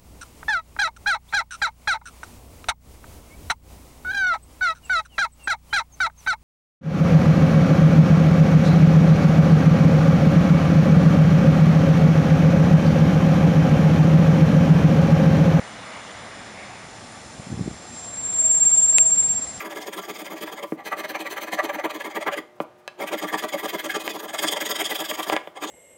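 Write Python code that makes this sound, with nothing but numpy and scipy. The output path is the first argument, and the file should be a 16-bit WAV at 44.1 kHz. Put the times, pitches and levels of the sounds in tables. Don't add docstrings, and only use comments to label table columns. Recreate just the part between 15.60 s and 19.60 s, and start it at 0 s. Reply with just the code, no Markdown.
import sys
import numpy as np
from scipy import signal
from scipy.fft import rfft, irfft
from scipy.io import wavfile
from scipy.ndimage import uniform_filter1d

SR = 44100
rng = np.random.default_rng(int(sys.argv[2]) if len(sys.argv) > 2 else 0)


def transcribe(u):
    v = np.clip(np.atleast_2d(u).T, -1, 1)
    q = np.round(v * 32767).astype(np.int16)
    wavfile.write(sys.argv[1], SR, q)


N = 176400
TIME_S = np.arange(N) / SR
FREQ_HZ = np.fft.rfftfreq(N, 1 / SR)


def amp(db):
    return 10 ** (np.asarray(db) / 20)


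def unit_rms(x):
    return x / np.sqrt(np.mean(abs(x) ** 2) + 1e-30)


def curve(points, column=1):
    table = np.array(points)
    return np.interp(TIME_S, table[:, 0], table[:, column])


def noise(gains):
    return unit_rms(irfft(rfft(rng.standard_normal(N)) * gains, N))


def coloured(spectrum, top_hz=12500):
    hz, db = np.transpose(spectrum)
    eq = amp(np.interp(np.log(FREQ_HZ + 1), np.log(hz), db))
    high_cut = 1 / (1 + (FREQ_HZ / min(hz[-1], top_hz)) ** 40)
    low_cut = np.minimum(FREQ_HZ / hz[0], 1) ** 2
    return noise(eq * high_cut * low_cut)


def ringing(peaks):
    gains = [amp(db) / (1 + 2 * ((FREQ_HZ - hz) / width) ** 2) for hz, width, db in peaks]
    return noise(np.sqrt(sum(gain ** 2 for gain in gains)))


def band(pitch_hz, width_hz, level_db):
    return amp(level_db) * ringing([(pitch_hz, width_hz, 0)])


def drift(rate_hz):
    return noise(1 / (1 + (FREQ_HZ / rate_hz) ** 2))


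def patchy(x, depth_db):
    frames = signal.stft(x, nperseg=1024, noverlap=768)[2]
    patches = uniform_filter1d(rng.standard_normal(frames.shape), 9, axis=0)
    patches = unit_rms(uniform_filter1d(patches, 12, axis=1))
    return signal.istft(frames * amp(depth_db * patches), nperseg=1024, noverlap=768)[1][:N]


# freq_hz, gain_db
RUSH_EQ = [(15, -44.5), (25, -12), (119, -6.5), (172, -8), (208, -5), (268, -6), (308, -6), (390, -11.5),
           (578, -7), (635, -11), (747, -5.5), (965, -14.5), (1110, -10.5), (1470, -12.5), (2080, -13),
           (3090, -20), (3390, -16), (4380, -23), (5270, -17.5), (6500, -32), (8450, -51), (14300, -120)]
# freq_hz, gain_db
WASH_EQ = [(150, -26), (550, 0), (1250, 0.5), (1600, -1.5), (2100, 1), (2650, -11.5), (2900, -2.5),
           (3150, -12.5), (3400, -5.5), (4500, -17), (7000, -31)]
# time_s, level_db
WASH_FADE = [(0, -42), (.35, -40.5), (.75, -43), (1.1, -47), (1.5, -51.5), (1.9, -75)]
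# centre_s, width_s, level_db
SWISH_SWELLS = [(.33, 0.072, -48), (1.05, .15, -47.5)]


def rush():
    bed = amp(-43) * coloured(RUSH_EQ, top_hz=6850)
    wash = amp(curve(WASH_FADE)) * coloured(WASH_EQ)
    swells = sum(amp(db) * np.exp(-.5 * ((TIME_S - s) / width) ** 2) for s, width, db in SWISH_SWELLS)
    swishes = swells * band(pitch_hz=2160, width_hz=460, level_db=0)
    return patchy(bed + wash + swishes, depth_db=1.0)


# pitch_hz, width_hz, level_db
HUM_BANDS = [(114.8, 10, -56), (174.3, 11, -64.5), (206.5, 35, -54), (770, 230, -57.5), (884.5, 27, -57.5),
             (1162, 33, -63.5)]


def hum():
    drone = sum(band(*row) for row in HUM_BANDS)
    rumble = band(pitch_hz=87, width_hz=37, level_db=-60.5 + 2 * TIME_S)
    return drone + rumble


# pitch_hz, width_hz, gain_db
SIZZLE_BANDS = [(4160, 370, -4), (5300, 750, -7), (6115, 440, -2.5), (7190, 490, 1), (8230, 260, -4),
                (9060, 360, -5.5), (9430, 130, -5.5), (10010, 140, -6.5), (10380, 910, -16)]
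# pitch_hz, width_hz, relative_db
RAIL_RINGS = [(9514, 14, -16), (9607, 12, -21), (7075, 25, -15)]
# time_s, level_db
RAIL_FADE = [(0, -50.5), (1.1, -51.5), (1.7, -49), (2.3, -50), (3.2, -46.5), (4, -49)]


def rails():
    rings = sum(band(*row) for row in RAIL_RINGS)
    sizzle = patchy(ringing(SIZZLE_BANDS), depth_db=0.9)
    notch_db = -19 * np.exp(-((FREQ_HZ - 7530) / 130) ** 2)
    sizzle = irfft(rfft(sizzle) * amp(notch_db), N)
    return amp(curve(RAIL_FADE)) * (sizzle + rings)


# freq_hz, gain_db
GUST_EQ = [(25, -22), (60, 6), (170, -0.5), (300, -8.5), (450, -9), (800, -55)]
# time_s, level_db
GUST_FADE = [(1.6, -59), (1.78, -44), (1.85, -55), (1.93, -34.5), (2.02, -38), (2.12, -39), (2.18, -54.5),
             (3.2, -53), (3.7, -47), (4, -55)]
# centre_s, level_db, pitch_hz
WIND_BUFFETS = [(1.798, -26, 122), (1.872, -26.5, 180), (1.904, -24, 198), (1.92, -25, 140),
                (1.928, -19, 199), (1.943, -21.5, 170), (1.978, -23.5, 159), (1.995, -20.5, 246),
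                (2.012, -14, 150), (2.023, -23, 190), (2.063, -19.5, 175), (2.077, -22, 336),
                (2.08, -17, 200), (2.086, -31, 220), (2.114, -25, 189), (3.706, -32, 133)]


def wind():
    width_cycles, snap_db, snap_ratio = 0.56, -14, 2.43
    gust = amp(curve(GUST_FADE)) * coloured(GUST_EQ)
    for centre_s, db, hz in WIND_BUFFETS:
        for layer_db, ratio in ((0, 1), (snap_db, snap_ratio)):
            cycles = (TIME_S - centre_s) * hz * ratio
            envelope = amp(db + layer_db) * np.exp(-(cycles / width_cycles) ** 2)
            gust -= envelope * np.sin(2 * np.pi * cycles)
    return gust


# time_s, level_db
SQUEAL_FADE = [(0, -85), (1.2, -70), (2.0, -56.5), (2.3, -47), (2.4, -39), (2.54, -37), (2.65, -28),
               (2.78, -24.5), (2.845, -15), (2.99, -17), (3.08, -15.5), (3.18, -14.5), (3.3, -17),
               (3.41, -14), (3.47, -19.5), (3.53, -18), (3.6, -17.5), (3.65, -23), (3.72, -22),
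               (3.83, -29.5), (3.9, -36.5), (4, -43)]
# time_s, pitch_hz
FIRST_WHEEL = [(1.9, 7419), (3.1, 7416), (3.7, 7420)]
# time_s, detune_hz, relative_db
SECOND_WHEEL = [(2.3, 19.6, -12), (2.72, 18.9, -10.5), (2.85, 18.7, -16), (3.0, 18.5, -8),
                (3.15, 18.3, -8.5), (3.27, 17.3, -6.5), (3.6, 16.7, -6.5), (4, 16.3, -6)]
# pitch_hz, width_hz, relative_db
WHEEL_MODES = [(7690, 12, -40), (8116, 20, -44), (6938, 30, -43), (7190, 45, -32), (7535, 35, -31)]
# freq_hz, gain_db
RASP_EQ = [(3500, -44), (6000, -36.5), (6700, -25), (7000, -14), (7170, -1), (7330, 1.5), (7420, 8),
           (7530, -6.5), (7630, -16), (8200, -23), (8600, -29.5), (9400, -33), (12000, -63.5)]


def squeal():
    level_db = curve(SQUEAL_FADE)
    first_wheel = np.exp(2j * np.pi * np.cumsum(curve(FIRST_WHEEL)) / SR)
    beats = np.cumsum(curve(SECOND_WHEEL)) / SR
    beats -= np.interp(3.27, TIME_S, beats)
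    beating = 1 - amp(curve(SECOND_WHEEL, column=2)) * np.exp(2j * np.pi * beats)
    scatter = amp(-21) * unit_rms(drift(rate_hz=45) + 1j * drift(rate_hz=45))
    tone = np.sqrt(2) * ((beating + scatter) * first_wheel).real
    tone += sum(band(*row) for row in WHEEL_MODES)
    waver_db = drift(rate_hz=17)
    rasp = amp(-12.5 + 0.95 * level_db) * coloured(RASP_EQ)
    return amp(level_db + waver_db) * tone + rasp


# freq_hz, gain_db
HISS_EQ = [(3000, -12.5), (4400, -5), (5300, -0.5), (6300, -1.5), (6800, 0.5), (7700, -6.5), (8600, -3),
           (9700, -15.5), (11000, -23)]
# time_s, level_db
HISS_FADE = [(2.1, -75), (2.28, -61), (2.36, -47.5), (2.44, -49), (2.52, -59), (2.8, -57.5), (3.3, -50.5),
             (3.65, -48), (4, -50)]


def brake_hiss():
    return amp(curve(HISS_FADE)) * coloured(HISS_EQ)


# time_s, pitch_hz
MOAN_GLIDE = [(2.2, 636), (2.85, 641), (3.1, 650), (3.4, 649), (4, 641)]
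# time_s, level_db
MOAN_FADE = [(0, -56), (1.9, -60), (2.68, -58), (2.85, -43.5), (2.94, -49.5), (3.0, -46), (3.07, -54),
             (3.18, -46), (3.3, -51), (3.39, -42), (3.52, -47), (3.62, -57), (3.8, -51), (4, -57)]


def brake_moan():
    pitch_hz = curve(MOAN_GLIDE) + 4.5 * drift(rate_hz=17.2)
    level_db = curve(MOAN_FADE) + 1.8 * drift(rate_hz=46)
    return amp(level_db) * np.sqrt(2) * np.sin(2 * np.pi * np.cumsum(pitch_hz) / SR)


def mode(start_s, pitch_hz, gain_db, t60_s, attack_s=.0003):
    age_s = np.maximum(TIME_S - start_s, 0)
    envelope = np.minimum(age_s / attack_s, 1) * np.exp(-np.log(1000) * age_s / t60_s)
    return amp(gain_db) * envelope * np.sin(2 * np.pi * pitch_hz * age_s)


# pitch_hz, gain_db, t60_s
BODY_MODES = [(1050, -14, 0.013), (2070, -4, 0.0066), (2610, 0.5, 0.011), (3120, -6, 0.0072),
              (3670, -3, 0.0046), (4830, -2.5, 0.003), (6530, 0.5, 0.0035), (8680, 4.5, 0.0041),
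              (10150, -6, .006)]


def camera_click(start_s=3.3837):
    tick = sum((-1) ** k * mode(start_s, *row) for k, row in enumerate(BODY_MODES))
    knock = mode(start_s + .002, pitch_hz=604, gain_db=-16, t60_s=0.014)
    return amp(-7.5) * (tick + knock)


def scene():
    approach = rush() + hum() + rails()
    return (approach + wind() + squeal() + brake_hiss() + brake_moan() + camera_click())[None]


def record(dry, low_cut_hz=75, high_cut_hz=12200):
    thinned = signal.lfilter(*signal.butter(1, low_cut_hz, "high", fs=SR), dry)
    band_limit = signal.firwin(255, high_cut_hz, window=("kaiser", 9), fs=SR)
    return signal.oaconvolve(thinned, band_limit[None], "same")


dry = scene()
out = record(dry)
transcribe(out)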